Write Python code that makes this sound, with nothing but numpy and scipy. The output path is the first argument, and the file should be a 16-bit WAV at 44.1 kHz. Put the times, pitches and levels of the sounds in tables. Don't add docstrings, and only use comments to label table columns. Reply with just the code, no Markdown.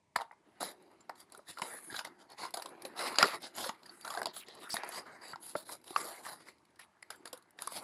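import sys
import numpy as np
from scipy import signal
from scipy.io import wavfile
from scipy.ndimage import uniform_filter1d

SR = 44100
rng = np.random.default_rng(int(sys.argv[2]) if len(sys.argv) > 2 else 0)


def master(y):
    cut = np.clip(np.atleast_2d(y).T, -1, 1)
    pcm = np.round(cut * 32767)
    wavfile.write(sys.argv[1], SR, pcm.astype(np.int16))


def decibels_to_gain(level_db):
    exponent = np.asarray(level_db, float) / 20
    return 10 ** exponent


N = 345303


def evened(x):
    return x / np.sqrt(np.mean(x ** 2) + 1e-20)


def topped(x):
    return x / np.sqrt(uniform_filter1d(x ** 2, size=44).max() + 1e-20)


def read(points, hz):
    f, value = np.transpose(points)
    return np.interp(np.log(hz + 1), np.log(f + 1), value)


def add(mix, s, sound):
    part = mix[round(s * SR):][:len(sound)]
    part += sound[:len(part)]


def colour(x, points):
    size = 2048
    gain_db = np.maximum(read(points, abs(np.fft.fftfreq(size, 1 / SR))), -70)
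    log_gain = np.log(decibels_to_gain(gain_db))
    taps = np.fft.ifft(np.exp(np.conj(signal.hilbert(log_gain)))).real[:size // 2]
    return signal.oaconvolve(x, taps)[:len(x)]


def dulled(x, hz):
    return signal.sosfilt(signal.butter(3, min(hz, SR / 3), fs=SR, output="sos"), x)


def thinned(x):
    return signal.sosfilt(signal.butter(2, 130, "highpass", fs=SR, output="sos"), x)


def drift(per_s):
    return evened(signal.lfilter([1], [1, -np.exp(-2 * np.pi * per_s / SR)], rng.standard_normal(N)))


# frequency in Hz, density in dB per Hz.
HUSH = [(12, -41), (20, -35.5), (77, 5), (229, 6), (536, -2), (632, 5.5), (745, -7), (928, 6.5),
        (1360, -13.5), (2170, -5), (2860, -12.5), (4430, -13.5), (9000, -15.5), (12500, -30),
        (14500, -39.5), (16000, -69.5)]


def hush():
    level_db = -76 + 1.2 * drift(0.14)
    return decibels_to_gain(level_db) * evened(colour(rng.standard_normal(N), HUSH))


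# frequency in Hz, t60 in seconds.
ROOM = [(200, 0.054), (1000, 0.28), (4000, 0.17), (12000, 0.028)]


def room(x):
    taps = np.zeros(SR // 2)
    at = np.arange(300, len(taps) - 20, 20)
    taps[at + rng.integers(0, 20, len(at))] = rng.choice([-1., 1.], len(at))
    hz, t, z = signal.stft(taps, SR, nperseg=256)
    t60 = np.maximum(read(ROOM, hz), .02)[:, None]
    tail = signal.istft(z * decibels_to_gain(-60 * t / t60), SR, nperseg=256)[1]
    return signal.oaconvolve(x, tail / np.linalg.norm(tail))[:N]


# start in seconds, peak in dB, frequency in Hz.
SLAPS = [(0.167, -56, 75), (0.162, -50, 229), (1.618, -36, 185), (1.923, -49.5, 128), (3.229, -26.5, 207.7),
         (3.692, -35, 221), (4.255, -52, 196), (4.739, -32, 221.7), (5.553, -40, 251), (5.334, -46.5, 151),
         (5.904, -55, 149), (7.328, -47, 259), (7.72, -70, 200), (7.771, -46, 180)]


def slaps():
    out, t = np.zeros(N), np.arange(5000) / SR
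    for s, db, hz in SLAPS:
        push = np.sin(2 * np.pi * hz * t) * np.exp(-t * hz)
        add(out, s, decibels_to_gain(db) * push * np.minimum(t / 0.0039, 1))
    return out


# start in seconds, level in dB, frequency in Hz, t60 in seconds.
BLADE = [
    (7.027, -82.5, 8000, 0.37),
    (7.104, -84, 8070, .3),
]


def blades():
    out, t = np.zeros(N), np.arange(SR // 4) / SR
    for s, db, hz, t60 in BLADE:
        add(out, s, decibels_to_gain(db - 60 * t / t60) * np.sin(2 * np.pi * hz * t))
    return out


# start in seconds, length in seconds, level in dB, frequency in Hz, glide in Hz.
RASPS = [(1.005, .012, -64, 7300, 0), (1.47, .06, -60, 1900, 0), (1.7, .09, -54, 1800, 0),
         (1.9, .07, -51, 1700, 0), (1.95, .05, -51, 4000, 0), (2.29, .045, -65, 4400, 0),
         (2.39, .08, -51, 1000, 0), (3.155, .012, -48, 4500, 200), (3.205, .045, -37, 1900, 0),
         (3.23, .03, -36, 420, 0), (3.857, .012, -56, 4700, 0), (3.857, .012, -60, 1800, 0),
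         (3.892, .008, -52, 4500, 0), (4.005, .04, -64, 4700, 0), (4.17, .11, -54, 420, 0),
         (4.465, .01, -70, 7000, 0), (4.62, .045, -61, 3700, 0), (4.64, .05, -56, 1400, 0),
         (4.7, .045, -52, 4600, 400), (4.92, .08, -53, 4600, 300), (4.93, .07, -61, 7850, 0),
         (5.12, .05, -74, 8100, 200), (5.215, .115, -57, 4810, -150), (5.23, .1, -67, 7900, -200),
         (5.24, .09, -64, 3900, 0), (5.553, .01, -40, 380, 0), (5.57, .04, -57, 4300, 0),
         (5.94, .02, -58, 4200, 0), (5.94, .02, -56, 1100, 0), (5.961, .003, -37, 2570, 0),
         (5.97, .1, -52, 450, 0), (6.12, .07, -61, 2000, 100), (7.026, .004, -57, 4900, 0),
         (7.026, .004, -55, 7300, 0), (7.125, .03, -57, 1500, 0), (7.15, .05, -77, 7600, -100)]
DRAGS = [(.16, 0.0065, -58, 14300, 0), (.612, 0.045, -66, 14500, -500), (1.618, 0.0069, -36.5, 2150, -3),
         (4.695, .06, -62, 14800, 0), (5.552, 0.0086, -41, 1106, 0), (7.102, .01, -63, 13800, 0),
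         (6.8, 0.037, -61, 2300, 4.5), (.159, 0.0084, -35, 1622, 0), (1.47, .06, -76, 7300, 0),
         (2.38, .09, -69, 7000, 0), (2.383, .085, -52, 4400, -9), (2.545, .02, -63.5, 14000, 0),
         (3.2273, .003, -18, 2200, -0.5), (3.425, .06, -65, 7800, 500), (3.429, .03, -49, 4300, 0),
         (3.55, .08, -56, 7200, 395), (3.56, .11, -54, 11300, 298), (4.275, .04, -57, 4400, -300),
         (4.336, .08, -56.5, 3800, -11), (4.334, .08, -63.5, 7200, -6), (4.335, .09, -64.5, 14300, 0),
         (4.409, .03, -55.5, 2600, 0), (4.463, .07, -61, 3800, -6), (4.7, .045, -43.5, 4800, 311),
         (4.702, .04, -49, 8300, -1.5), (4.918, .085, -59, 4500, 492), (5.565, .045, -65, 14300, 0),
         (5.989, .04, -56, 7300, 0), (6.27, .07, -74, 14300, 2), (7.026, .004, -58, 2100, -2),
         (7.025, .004, -53, 9800, 0), (7.72, .07, -66, 14300, 0)]
RASP_WIDTH_HZ, DRAG_WIDTH_HZ = 320, 1300
RASP_EDGE_S, CHATTER_DB = 0.0055, 3


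def rasps():
    out, t = np.zeros(N), np.arange(SR // 4) / SR
    rows = [(*row, RASP_WIDTH_HZ) for row in RASPS] + [(*row, DRAG_WIDTH_HZ) for row in DRAGS]
    chance = rng.standard_normal((len(rows), 3, len(t)))
    for (s, length, db, hz, glide_hz, width_hz), (a, b, c) in zip(rows, chance):
        r = np.exp(-np.pi * width_hz / SR)
        chatter = decibels_to_gain(CHATTER_DB * evened(uniform_filter1d(c, size=90)))
        band = signal.lfilter([1], [1, -2 * r, r * r], (a + 1j * b) * chatter)
        pitch_hz = hz + glide_hz * np.minimum(t / length, 1)
        turn = np.exp(2j * np.pi * np.cumsum(pitch_hz) / SR)
        edge = min(RASP_EDGE_S, length / 2)
        shape = np.minimum(t / edge, 1) * np.exp(-np.maximum(t - length, 0) / edge)
        add(out, s - edge / 2, decibels_to_gain(db) * shape * evened((band * turn).real))
    return out


def fibre_burst(noise, length, t):
    u = t / np.clip(length - .0012, .0006, .03)
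    rise = np.minimum(t / (0.0021 + 75 * length ** 2), 1)
    decay = np.exp(-1.2 * u - 1.9 * u ** 2) + 0.082 * np.exp(-.5 * u)
    burst = noise * rise * decay
    facing = int(10 + 3 * abs(noise[-1]) + 6 * abs(noise[-2]))
    return burst - 1.8 * np.roll(burst, facing)


# frequency in Hz, density in dB per Hz.
BOOM = [(250, -34.5), (430, 4.5), (800, 6.5), (1300, 3), (1700, 1), (2100, 0.5), (2600, -6.5), (3300, -8.5),
        (5000, -34.5), (11500, -42.5), (14500, -66)]
SCRAPE = [(1530, -5.5), (2600, -4.5), (2970, -2), (4010, 3), (4350, 0), (4720, 2), (5310, -4.5),
          (5940, -13.5), (6580, -8), (7210, -7), (8800, -20), (11400, -64), (19400, -120)]
FIZZ = [(3000, -41.5), (6000, -21.5), (8400, -8), (9000, -7), (10400, 1), (11300, -4.5), (12400, -14),
        (13200, -22), (15500, -59.5)]
AIR = [(11000, -31), (12500, -5.5), (13800, 3), (14600, -4.5), (15400, -21), (16300, -41.5)]


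def panel_ring(burst, hz, t):
    modes = np.cos(2 * np.pi * hz * t) + 0.22 * np.cos(2 * np.pi * 2.103 * hz * t)
    ring = np.exp(-t * (hz / 6.2 + 200)) * modes
    panel = topped(dulled(signal.fftconvolve(burst, ring)[:len(t)], 2.13 * hz))
    return topped(panel + 0.35 * topped(dulled(colour(burst, BOOM), 2.18 * hz)))


# start in seconds, crack level in dB, panel pitch in Hz,
# panel level in dB above the crack, fizz level in dB above the crack.
BREAKS = [(0.1999, -53.5, 840, 19.5, -8), (0.3107, -84, 866, 38, -12), (0.6281, -46, 725, 18, 11),
          (1.321, -56, 766, -5, 8.5), (1.348, -53.5, 1420, 4.5, -2), (1.3904, -72.5, 593, 26, 1),
          (1.572, -62, 1370, 21.5, -2), (1.585, -41.5, 860, -1, -10), (1.5958, -53.5, 1040, 16, 3),
          (2.0724, -49.5, 895, 3.5, -20), (2.4358, -54.5, 1020, 16.5, -7),
          (3.1848, -14.5, 1620, -37, -17.5), (3.207, -36.5, 1700, 11.5, -15),
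          (3.2271, -13.5, 1370, -1.5, -18), (4.2161, -42, 727, 14, -1), (4.2565, -27, 980, -4.5, -9.5),
          (5.3572, -48.5, 914, 10.5, -33), (5.905, -46.5, 360, 7, -31.5), (5.961, -30, 1150, 12.5, -40),
          (6.264, -54.5, 1200, 16, -8), (7.0262, -64, 2030, 21, 1), (7.5063, -70, 606, -6.5, 11),
          (7.6728, -44, 1104, 11.5, 12.5)]
SNAPS_OF_FOLD = [(0.1865, -55.5, 890, 20, -10), (0.2085, -46, 920, 13, -10), (0.2148, -43.5, 880, 10, -12),
                 (1.3742, -73.5, 410, 19, 25), (1.6172, -35.5, 970, 4, -1.5),
                 (3.0587, -52, 785, 14.5, -16.5), (3.0696, -53, 805, 12, -5), (3.156, -36.5, 1380, -1, -14),
                 (3.193, -35.5, 616, 8, -19), (3.212, -35, 1150, 7.5, -17), (3.4525, -60, 605, 2, -14),
                 (3.892, -57, 730, 1, -26), (4.1723, -39.5, 744, 9.5, -24.5), (4.2291, -39.5, 740, 1, -5),
                 (4.2669, -37.5, 696, 5.5, -10), (4.483, -46.5, 473, -3, -11), (4.74, -35.5, 695, 6.5, 4),
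                 (4.7659, -36, 1790, 7, -11), (4.8327, -42.5, 900, 10.5, -14),
                 (4.8884, -56.5, 696, 14.5, 20), (5.5518, -52, 605, 27, -16.5),
                 (5.8776, -47.5, 362, -31.5, -12.5), (7.2542, -44, 1840, -0.5, 0.5),
                 (7.6197, -39, 1320, -5, 5)]
TEARS = [(0.1585, -32.5, 965, 8.5, -6), (0.323, -81.5, 975, 28, -12), (1.0932, -47, 840, 12, -9),
         (1.9243, -46.5, 335, 3, -22), (1.9623, -36.5, 1360, -8, -23), (2.0072, -68.5, 925, 27.5, -3),
         (2.0466, -44, 2070, 5, -1), (2.5046, -54.5, 1000, -2, 1), (2.5956, -46, 930, 5, -12),
         (2.62, -40, 940, -6, -4), (2.6569, -41.5, 980, 2.5, -5), (3.2369, -42, 1190, 20.5, -16),
         (3.4663, -64, 860, 13, -10), (3.6905, -34.5, 910, 4, -19), (4.0756, -40.5, 1350, 3.5, -9),
         (4.1471, -42, 855, 6, -25), (4.3627, -43.5, 1230, -5, -17), (5.3308, -60, 1380, 22, -42),
         (6.4837, -58.5, 2063, 13, 0), (7.1022, -41, 1560, 0, 0.5), (7.3282, -43.5, 520, 3, 0.5),
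         (7.3733, -57.5, 560, -15, 6), (7.587, -46, 1860, 4.5, -22), (7.719, -50, 540, 8, 4),
         (4.1375, -44.5, 1270, 6, -5)]
CRUNCHES = [(1.9405, -47, 1510, 7.5, -15), (1.9891, -34.5, 1460, -3.5, -15), (2.4485, -51, 1000, 14, -4),
            (2.5381, -35.5, 744, -1, -1.5), (2.5695, -39, 716, 3, -2.5), (2.8485, -39.5, 540, -0.5, -12),
            (3.6392, -38.5, 1470, 4.5, -30), (4.0462, -43, 1330, 3, -6), (4.1008, -39.5, 1150, 3.5, -8),
            (4.123, -52.5, 900, 9, -5), (5.6894, -55.5, 950, 13.5, 5), (6.2488, -65.5, 1820, 22, -22),
            (6.791, -55, 1810, 7, -3), (4.18, -50.5, 780, 3, -27), (3.66, -55.5, 530, 18, -11),
            (3.25, -53.5, 400, 8, -11.5)]
# start in seconds, crack level in dB, fizz level in dB above it.
TICKS = [(1.0051, -62.5, -5), (1.2, -57, 5.5), (2.215, -64, -31), (2.299, -56.5, -3), (2.8191, -48.5, 2),
         (3.83, -51, -45), (3.859, -55, 0), (3.912, -66, -11), (2.689, -58, 5), (4.548, -57.5, 2),
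         (4.6, -61, 2), (4.844, -57, 7), (4.875, -71, -2), (4.009, -53.5, 4.5), (5.84, -56, -1),
         (7.158, -67, 7), (7.273, -45.5, -6), (7.422, -62.5, -4), (0.315, -69.5, -3), (.332, -75, -2),
         (1.154, -60, -10), (1.298, -65, -4), (2.317, -57, 2.5), (3.419, -54.5, 4), (3.668, -47, -4),
         (4.756, -46, 4), (4.882, -63, -12), (5.813, -66.5, -2), (6.455, -64, -3), (7.203, -77, -9),
         (.822, -71, 6.5), (.913, -72, 0), (6.581, -68, -10.5), (6.65, -67, -5), (6.703, -75, -2),
         (6.757, -65, -7)]
BREAK_S, SNAP_S, TEAR_S, CRUNCH_S, TICK_S = 0.0022, 0.0045, 0.0064, 0.0087, 0.0065
TICK_HZ, TICK_PANEL_DB = 970, -10.5


def snaps():
    out, t = np.zeros(N), np.arange(2600) / SR
    kinds = zip((BREAKS, SNAPS_OF_FOLD, TEARS, CRUNCHES), (BREAK_S, SNAP_S, TEAR_S, CRUNCH_S))
    rows = [(*row, length) for table, length in kinds for row in table]
    rows += [(s, db, TICK_HZ, TICK_PANEL_DB, fizz_db, TICK_S) for s, db, fizz_db in TICKS]
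    chance = rng.standard_normal((len(rows), len(t)))
    for (s, db, hz, panel_db, fizz_db, length), noise in zip(rows, chance):
        burst = fibre_burst(noise, length, t)
        crack = topped(colour(burst, SCRAPE))
        fizz = decibels_to_gain(fizz_db) * topped(colour(burst, FIZZ))
        air = decibels_to_gain(-22) * topped(colour(burst, AIR))
        panel = decibels_to_gain(panel_db) * panel_ring(burst, hz, t)
        add(out, s + .0004, decibels_to_gain(db) * (crack + fizz + air + panel))
    return out


def strokes(rows, attack, change_db, release):
    power, t = np.zeros((3, N)), np.arange(SR // 2) / SR
    onset = np.minimum(t / attack, 1) ** 2
    for s, length, db, boom_db, fizz_db in rows:
        slope_db = change_db * np.minimum(t / length, 1) - max(change_db, 0)
        shape_db = slope_db - release * np.maximum(t - length, 0)
        shape = (onset * decibels_to_gain(db + shape_db)) ** 2
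        for layer, above_db in zip(power, (0, boom_db, fizz_db)):
            add(layer, s - attack / 2, shape * decibels_to_gain(2 * above_db))
    return power


def patchy(x, patch_db, shift_db):
    z = signal.stft(x, nperseg=256)[2]
    fine, wide = rng.standard_normal((2, z.shape[1], z.shape[0]))
    fine = evened(uniform_filter1d(uniform_filter1d(fine, size=40, axis=0), size=2, axis=1))
    wide = evened(uniform_filter1d(uniform_filter1d(wide, size=14, axis=0), size=7, axis=1))
    gain_db = np.clip(patch_db * fine + shift_db * wide, -10, 7)
    return signal.istft(z * decibels_to_gain(gain_db).T, nperseg=256)[1][:N]


def slips():
    size = decibels_to_gain(2.8 * np.minimum(rng.exponential(1, N), 3))
    grains = size * (rng.random(N) < 3000 / SR)
    drive = 1.2 * rng.standard_normal(N) + evened(grains * rng.standard_normal(N))
    clumping = decibels_to_gain(1.5 * np.clip(drift(22), -2, 2))
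    return patchy(drive * clumping, patch_db=3.5, shift_db=2.3)


# frequency in Hz, density in dB per Hz.
HOLLOW = [(60, -29.5), (150, -8.5), (300, -1.5), (360, 4), (480, -16.5), (800, -41.5), (11500, -35),
          (14500, -69)]
# start in seconds, length in seconds,
# scrape level in dB, panel boom in dB above it, fibre fizz in dB above it.
BITES = [(.604, 0.11, -42, 6.5, -0.5), (1.318, 0.11, -64, 7.5, 0), (1.615, 0.18, -51, 10.5, 3.5),
         (2.045, 0.037, -44, 4, -12), (2.54, 0.17, -68, 8, 10), (2.54, 0.79, -74, 19.5, -8),
         (2.85, 0.031, -59, 24.5, 15.5), (3.187, 0.18, -36, 9.5, -9), (4.69, 0.05, -54, 10, 7),
         (4.747, 0.3, -58, 18.5, -24), (5.56, 0.075, -49.5, -18, 2.5), (5.965, 0.25, -47.5, 6, 1.5),
         (6.79, 0.058, -54.5, -19, -1), (7.03, 0.043, -82, 20, 3.5), (7.103, 0.06, -55.5, 10, 0),
         (7.255, 0.055, -56, 9.5, -2), (7.33, 0.058, -70, 16, 6)]
RUBS = [(.165, 0.075, -61, 15.5, -3), (.8, 0.07, -78, 13, -10), (1.47, 0.069, -49.5, -34, -3.5),
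        (1.56, 0.1, -59.5, 5, -0.5), (1.64, 0.29, -72, 1, 18), (2.2, 0.017, -50, 0, -11),
        (2.3, 0.043, -59, 6, -10), (2.375, 0.11, -51, 7, -6.5), (2.97, 0.14, -41.5, 5, -7.5),
        (3.09, 0.17, -52.5, 9, -5.5), (3.55, .15, -43, -0.5, -6), (3.83, 0.095, -65.5, 1, -8),
        (3.91, 0.32, -72, 10, 8), (4.045, 0.18, -59.5, 14.5, 5.5), (4.345, 0.065, -58.5, -5, 11.5),
        (4.47, 0.14, -61.5, 7, -18), (4.6, 0.086, -57.5, 3.5, -2), (5.04, .15, -65.5, 14.5, -10),
        (5.21, 0.13, -59.5, 11.5, -3), (5.41, 0.13, -58.5, 0.5, 8.5), (5.85, 0.17, -61, 5, 2.5),
        (6.23, 0.13, -52.5, 5.5, 1.5), (6.38, 0.068, -60.5, 0, -6), (6.47, 0.031, -51.5, 7, -1.5),
        (7.59, 0.13, -58, 5, 0)]
SWELLS = [
    (1.15, 0.063, -58.5, -7, -0.5),
    (1.9, 0.093, -47, -3, -0.5),
    (3.4, 0.075, -47.5, 2.5, -9),
    (4.69, 0.074, -47.5, -4, 1.5),
    (4.86, 0.13, -46.5, 4, -2.5),
    (5.65, 0.089, -48.5, 2, 1),
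    (7.7, 0.078, -42.5, 0.5, 1.5),
    (7.79, 0.05, -56, 10, 2),
]
# attack in seconds, change over the length in dB, release in dB per second.
BITE = (0.012, -13.5, 650)
RUB = (0.051, -0.11, 446)
SWELL = (0.014, 16, 480)
# time in seconds, level in dB.
GRIP = [(0.0, -106), (0.52, -71), (0.67, -65.5), (1.59, -77), (1.79, -58.5), (2.2, -71.5), (3.23, -55),
        (3.47, -64.5), (5.26, -63), (5.78, -74.5), (6.13, -65), (6.67, -74.5), (6.96, -74.5), (7.18, -67.5),
        (7.61, -74.5), (7.83, -64)]
HOLLOW_UNDER_BOOM_DB, BOOM_OF_GRIP_DB = -22, -0.5
SCRAPE_OF_GRIP_DB, FIZZ_OF_GRIP_DB = -11, -22.5
AIR_OF_SCRAPE_DB, AIR_FULL_DB = -19, -51


def slide():
    scrape, boom, fizz = strokes(BITES, *BITE) + strokes(RUBS, *RUB) + strokes(SWELLS, *SWELL)
    firm = np.sqrt(scrape * fizz)
    tearing = np.minimum(firm / decibels_to_gain(2 * AIR_FULL_DB), 1) ** .3
    air = firm * decibels_to_gain(2 * AIR_OF_SCRAPE_DB) * tearing
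    grip = decibels_to_gain(2 * np.interp(np.arange(N) / SR, *np.transpose(GRIP)))
    hollow = grip + boom * decibels_to_gain(2 * HOLLOW_UNDER_BOOM_DB)
    boom = boom * decibels_to_gain(2 * -3.7) + grip * decibels_to_gain(2 * BOOM_OF_GRIP_DB)
    scrape = scrape + grip * decibels_to_gain(2 * SCRAPE_OF_GRIP_DB)
    fizz = fizz + grip * decibels_to_gain(2 * FIZZ_OF_GRIP_DB)
    drive = slips()
    layers = zip((hollow, boom, scrape, fizz, air), (HOLLOW, BOOM, SCRAPE, FIZZ, AIR))
    return sum(np.sqrt(power) * evened(colour(drive, points)) for power, points in layers)


# frequency in Hz, gain in dB.
CHEST = [(5500, -0.5), (6100, 0), (6700, -1.5), (7900, -1.5), (8600, -3.5), (9300, -0.5)]


def scene():
    sharp = thinned(snaps()) + slaps()
    echo = decibels_to_gain(-20.5) * room(sharp)
    near = colour(sharp + thinned(slide()), CHEST)
    return (near + echo + thinned(rasps() + blades()) + hush())[None]


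def low_pass(x):
    return signal.sosfilt(signal.butter(12, 16450, fs=SR, output="sos"), x)


def record(dry):
    hz, t, z = signal.stft(dry[0], SR, nperseg=1024)
    power = uniform_filter1d(uniform_filter1d(abs(z) ** 2, size=25, axis=0), size=3, axis=1)
    level_db = 10 * np.log10(power + 1e-20)
    mask_db = np.maximum(level_db[(hz > 7000) & (hz < 12000)].max(0) - 21, -118)
    masked = (level_db < mask_db) & (hz > 12300)[:, None]
    weak = np.logical_or.accumulate(masked, axis=0)
    dropped = weak | (hz > 16400)[:, None]
    kept = signal.istft(z * ~dropped, SR, nperseg=1024)[1][:N]
    return low_pass(kept[None])


dry = scene()
out = record(dry)
master(out)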